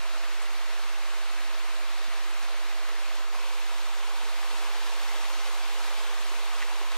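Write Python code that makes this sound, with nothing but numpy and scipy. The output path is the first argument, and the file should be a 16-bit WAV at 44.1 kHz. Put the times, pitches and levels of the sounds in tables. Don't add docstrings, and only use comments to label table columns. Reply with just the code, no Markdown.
import sys
import numpy as np
from scipy import signal
from scipy.fft import rfft, irfft
from scipy.io import wavfile

SR = 44100
rng = np.random.default_rng(int(sys.argv[2]) if len(sys.argv) > 2 else 0)


def to_wav(s):
    ch = np.atleast_2d(s).T
    pcm = np.round(np.clip(ch, -1, 1) * 32767)
    wavfile.write(sys.argv[1], SR, pcm.astype(np.int16))


N = 307377
TIME = np.arange(N) / SR

# frequency in Hz, relative spectral density in dB.
TONE_TREES = [(170, -21), (215, -8.5), (273, -8.5), (342, -6), (480, -5), (602, -1.5), (1060, 1.5),
              (1280, 2), (1460, -1.5), (2480, -2), (3110, -6.5), (3900, -5.5), (4800, -10.5), (5700, -12),
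              (9500, -19.5), (14100, -26.5), (15500, -31)]
TONE_BED = [(170, -24), (215, -14), (280, -12.5), (413, -6), (528, -3), (637, -8), (770, 0), (1080, -1.5),
            (1230, -2), (1800, -6), (2480, -4), (2900, -6), (3500, -6.5), (4800, -11.5), (6880, -15),
            (13100, -26.5), (15500, -34)]
# frequency in Hz, left-right likeness from 0 to 1.
LIKENESS_TREES = [(250, 0.87), (700, 0.8), (1300, 0.73), (2000, 0.6), (3500, 0.58), (6500, 0.3),
                  (10000, 0.28), (15000, 0.3)]
LIKENESS_BED = [(250, 0.94), (900, 0.94), (1250, 0.73), (1650, 0.41), (2500, 0.59), (6500, 0.46),
                (10000, 0.08), (15000, 0.12)]
# frequency in Hz, left over right in dB.
WASH_PAN = [(300, -0.2), (2700, -0.3), (3300, 2), (4500, -0.5), (6200, 2), (7000, 0.5), (8400, 2),
            (15000, 0)]
# time in seconds, gain in dB.
LEVEL_DIP = [(3.21, 0.36), (3.305, -2), (3.345, 0)]
# start in seconds, level in dB, leaf pitch in Hz, ring length in cycles,
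# pan as left over right in dB, droplet rattle relative to the tap in dB.
CLOSE_DROPS = [(0.236, -31, 860, 10, 0, -13), (0.4187, -32, 7950, 12, 3, -13),
               (0.9246, -32, 6000, 5, 1, -16), (1.1353, -31, 1150, 10, -1, -13),
               (2.0415, -29, 4200, 8.9, -2, -12), (2.118, -29, 1700, 9, 1, -9),
               (2.4275, -28, 5170, 6, 3, -11), (2.8889, -25, 1900, 4, 0, -15),
               (2.891, -33, 680, 11, -1, -13), (3.146, -31, 3600, 5.4, 3, -12),
               (3.151, -31, 7750, 7, 1, -15), (3.348, -27, 1130, 9, -2, -9), (3.3525, -29, 790, 8, 0, -8),
               (3.781, -31, 4000, 4.7, 4, -11), (4.16, -30, 4130, 6, 1, -14),
               (4.429, -29, 1650, 10, 1, -13), (4.5703, -25, 4000, 5, 0, -16), (4.61, -30, 860, 12, 0, -12),
               (5.032, -29, 4820, 7, 1, -12), (5.1418, -30, 1050, 12, 1, -11),
               (5.2545, -24, 2400, 5, 1, -16), (5.302, -28, 1030, 9, 1, -14),
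               (5.4615, -27, 2930, 7, 1, -12), (5.5285, -28, 7400, 6, 0, -14),
               (5.849, -29, 925, 14, 0, -11), (5.9737, -28, 3500, 6, 4, -14), (6.314, -38, 363, 7, 1, -10),
               (6.5953, -29, 1550, 6, 0, -15), (6.607, -25.5, 2350, 10, 2, -13),
               (6.616, -29, 1400, 8, 0, -11), (6.621, -23, 2050, 10, 1, -15),
               (6.6264, -20, 1850, 10, 2, -17), (6.719, -32, 790, 12, 2, -9),
               (6.754, -32, 1050, 12, 0, -10), (6.812, -33, 380, 7, -1, -11),
               (6.814, -29.5, 850, 11, 0, -10), (6.919, -22.5, 3600, 3.5, 2, -17),
               (6.92, -25, 1180, 4.7, -2, -10)]

MOVE_S, MOVE_WIDTH_S = 3.33, 0.016
RAIN_DB, SPELL_DB = -41, 1.8
SPELL_START_S, SPELL_BUILD_S, SPELL_HOLD_S, SPELL_EASE_DB_PER_S = 4, 0.8, 1, 1.05
TREBLE_DB, TREBLE_FOLLOWS = 1, 0.22
RAIN_EDGE_HZ = 252.4
LOW_CUT_HZ, HIGH_CUT_HZ = 188, 15700
LEFT_LEAD_S, DC_OFFSET = 2.3e-5, (-.0427, .0584)


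def from_db(db):
    return 10 ** (np.asarray(db) / 20)


def rms_one(x):
    return x / np.sqrt(np.mean(x ** 2) + 1e-20)


def at_hz(curve, hz):
    freqs, values = np.transpose(curve)
    return np.interp(np.log(hz), np.log(freqs), values)


def panned(x, pan_db):
    return x * from_db(pan_db * np.array([[.5], [-.5]]))


def low_cut(x, edge_hz, order):
    return signal.sosfilt(signal.butter(order, edge_hz, "high", fs=SR, output="sos"), x)


def drift(rate_hz):
    hop, settle = 40, 2000
    pole = np.exp(-2 * np.pi * rate_hz * hop / SR)
    noise = rng.standard_normal(N // hop + settle + 2)
    slow = signal.lfilter([1], [1, -2 * pole, pole * pole], noise)[settle:]
    return np.interp(np.arange(N) / hop, np.arange(len(slow)), rms_one(slow))


def impacts(per_s, spread_db):
    at = np.flatnonzero(rng.random(N) < per_s / SR)
    sizes = from_db(spread_db * np.minimum(rng.exponential(1, len(at)), 3))
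    clicks = np.zeros(N)
    clicks[at] = sizes * rng.choice([-1, 1], len(at))
    return clicks


def ring(clicks, hz, cycles):
    angle = 2 * np.pi * hz / SR
    pole = np.exp(-np.log(1000) * hz / (cycles * SR))
    return signal.lfilter([1, 0, -1], [1, -2 * pole * np.cos(angle), pole * pole], clicks + 1e-18) / 2


def air_rumble(level_db, top_hz):
    lowpass = signal.butter(2, top_hz, fs=SR, output="sos")
    return from_db(level_db) * rms_one(signal.sosfilt(lowpass, rng.standard_normal((2, N))))


def low_blips(per_s, blip_hz, length_s, spread_db):
    age = TIME[:int(length_s * SR)]
    blip = np.sin(np.pi * age / length_s) ** 2 * np.sin(2 * np.pi * blip_hz * age)
    return rms_one(signal.fftconvolve(impacts(per_s, spread_db), blip)[:N])


def far_wash(in_bed, bright_db, flicker_db, flurry_db, flicker_hz, flurry_hz):
    edges = np.geomspace(150, 17000, 29)
    centres = np.sqrt(edges[1:] * edges[:-1])
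    trees, bed = (from_db(at_hz(t, centres)) * np.sqrt(np.diff(edges)) for t in (TONE_TREES, TONE_BED))
    trees, bed = trees / np.linalg.norm(trees), bed / np.linalg.norm(bed)
    white = rng.standard_normal((2, 2, N))
    lift_db = bright_db + flurry_db * drift(flurry_hz)
    out = 0
    for k, hz in enumerate(centres):
        band = signal.butter(2, edges[k:k + 2], "band", fs=SR, output="sos")
        mid, side = rms_one(signal.sosfilt(band, white[k % 2]))
        alike = at_hz(LIKENESS_TREES, hz) * (1 - in_bed) + at_hz(LIKENESS_BED, hz) * in_bed
        width = np.sqrt((1 - alike) / (1 + alike))
        treble = hz ** 2 / (hz ** 2 + 3500 ** 2)
        wander = from_db(treble * lift_db + flicker_db * drift(flicker_hz))
        gain = (trees[k] * (1 - in_bed) + bed[k] * in_bed) * wander
        out += gain * panned(mid + width * side * [[1], [-1]], at_hz(WASH_PAN, hz))
    return out


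def patter(per_s, band_hz, spots, cycles, spread_db, db_per_octave, width_db):
    out = 0
    for k, hz in enumerate(np.geomspace(*band_hz, spots)):
        spot = rms_one(ring(impacts(per_s / spots, spread_db), hz, cycles))
        tilt = from_db(db_per_octave * np.log2(hz / band_hz[0]))
        out += panned(spot * tilt, width_db * rng.random() * (-1) ** k)
    return rms_one(out)


def fine_spray():
    return patter(1500, (3980, 11200), spots=10, cycles=6.5, spread_db=5, db_per_octave=-5, width_db=2)


def puddle_plinks():
    return patter(260, (1301, 4864), spots=36, cycles=87, spread_db=2, db_per_octave=-3.5, width_db=10)


def leaf_patter():
    return patter(1000, (604, 3790), spots=18, cycles=15, spread_db=2.5, db_per_octave=-1, width_db=4.5)


def leaf_drumming(surge_db, surge_hz):
    surge = from_db(surge_db * drift(surge_hz))
    drum = patter(300, (850, 1178), spots=9, cycles=26, spread_db=0.4, db_per_octave=1, width_db=-1)
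    return surge * drum


def fat_drops(rattle_decay_s):
    out, age = np.zeros((2, N)), TIME[:SR // 10]
    for start_s, level_db, hz, cycles, pan_db, rattle_db in CLOSE_DROPS:
        droplets = rng.standard_normal(len(age)) * np.exp(-age / rattle_decay_s)
        push = from_db(rattle_db) * np.sqrt(hz / SR) * droplets
        push[0] = 1
        leaf = from_db(level_db) * ring(push, hz, cycles)
        at = round(start_s * SR)
        out[:, at:at + len(age)] += panned(leaf, pan_db)[:, :N - at]
    return out


def heavier_spell():
    age = TIME - SPELL_START_S
    build = SPELL_DB * np.clip(age / SPELL_BUILD_S, 0, 1)
    ease = SPELL_EASE_DB_PER_S * np.maximum(age - SPELL_BUILD_S - SPELL_HOLD_S, 0)
    return np.maximum(build - ease, 0)


def scene():
    spell_db = heavier_spell()
    bright_db = TREBLE_DB + TREBLE_FOLLOWS * spell_db
    dip_db = np.interp(TIME, *np.transpose(LEVEL_DIP))
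    in_bed = .5 + .5 * np.tanh((TIME - MOVE_S) / MOVE_WIDTH_S)
    wash = far_wash(in_bed, bright_db, flicker_db=0.83, flurry_db=0.5, flicker_hz=18, flurry_hz=22)
    leaves = from_db(-9.5) * leaf_patter()
    spray = from_db(-20 + bright_db) * fine_spray()
    plinks = from_db(-12) * puddle_plinks()
    drumming = from_db(-8) * in_bed * leaf_drumming(surge_db=0.7, surge_hz=2.8)
    blips = from_db(-32.5) * low_blips(per_s=6.5, blip_hz=205, length_s=0.026, spread_db=2)
    rain = from_db(spell_db) * (from_db(-0.2) * wash + leaves + spray + plinks) + drumming
    rain = low_cut(rain, RAIN_EDGE_HZ, order=20)
    return from_db(RAIN_DB + dip_db) * (rain + blips) + fat_drops(rattle_decay_s=0.019)


def record(dry):
    delay = np.exp(-2j * np.pi * np.fft.rfftfreq(N, 1 / SR) * LEFT_LEAD_S)
    right = irfft(rfft(dry[1]) * delay, N)
    thin = low_cut(np.array([dry[0], right]), LOW_CUT_HZ, order=12)
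    heard = thin + air_rumble(level_db=-83.5, top_hz=58.5)
    high_cut = signal.ellip(12, .1, 80, HIGH_CUT_HZ, fs=SR, output="sos")
    return signal.sosfilt(high_cut, heard) + np.array(DC_OFFSET)[:, None]


dry = scene()
out = record(dry)
to_wav(out)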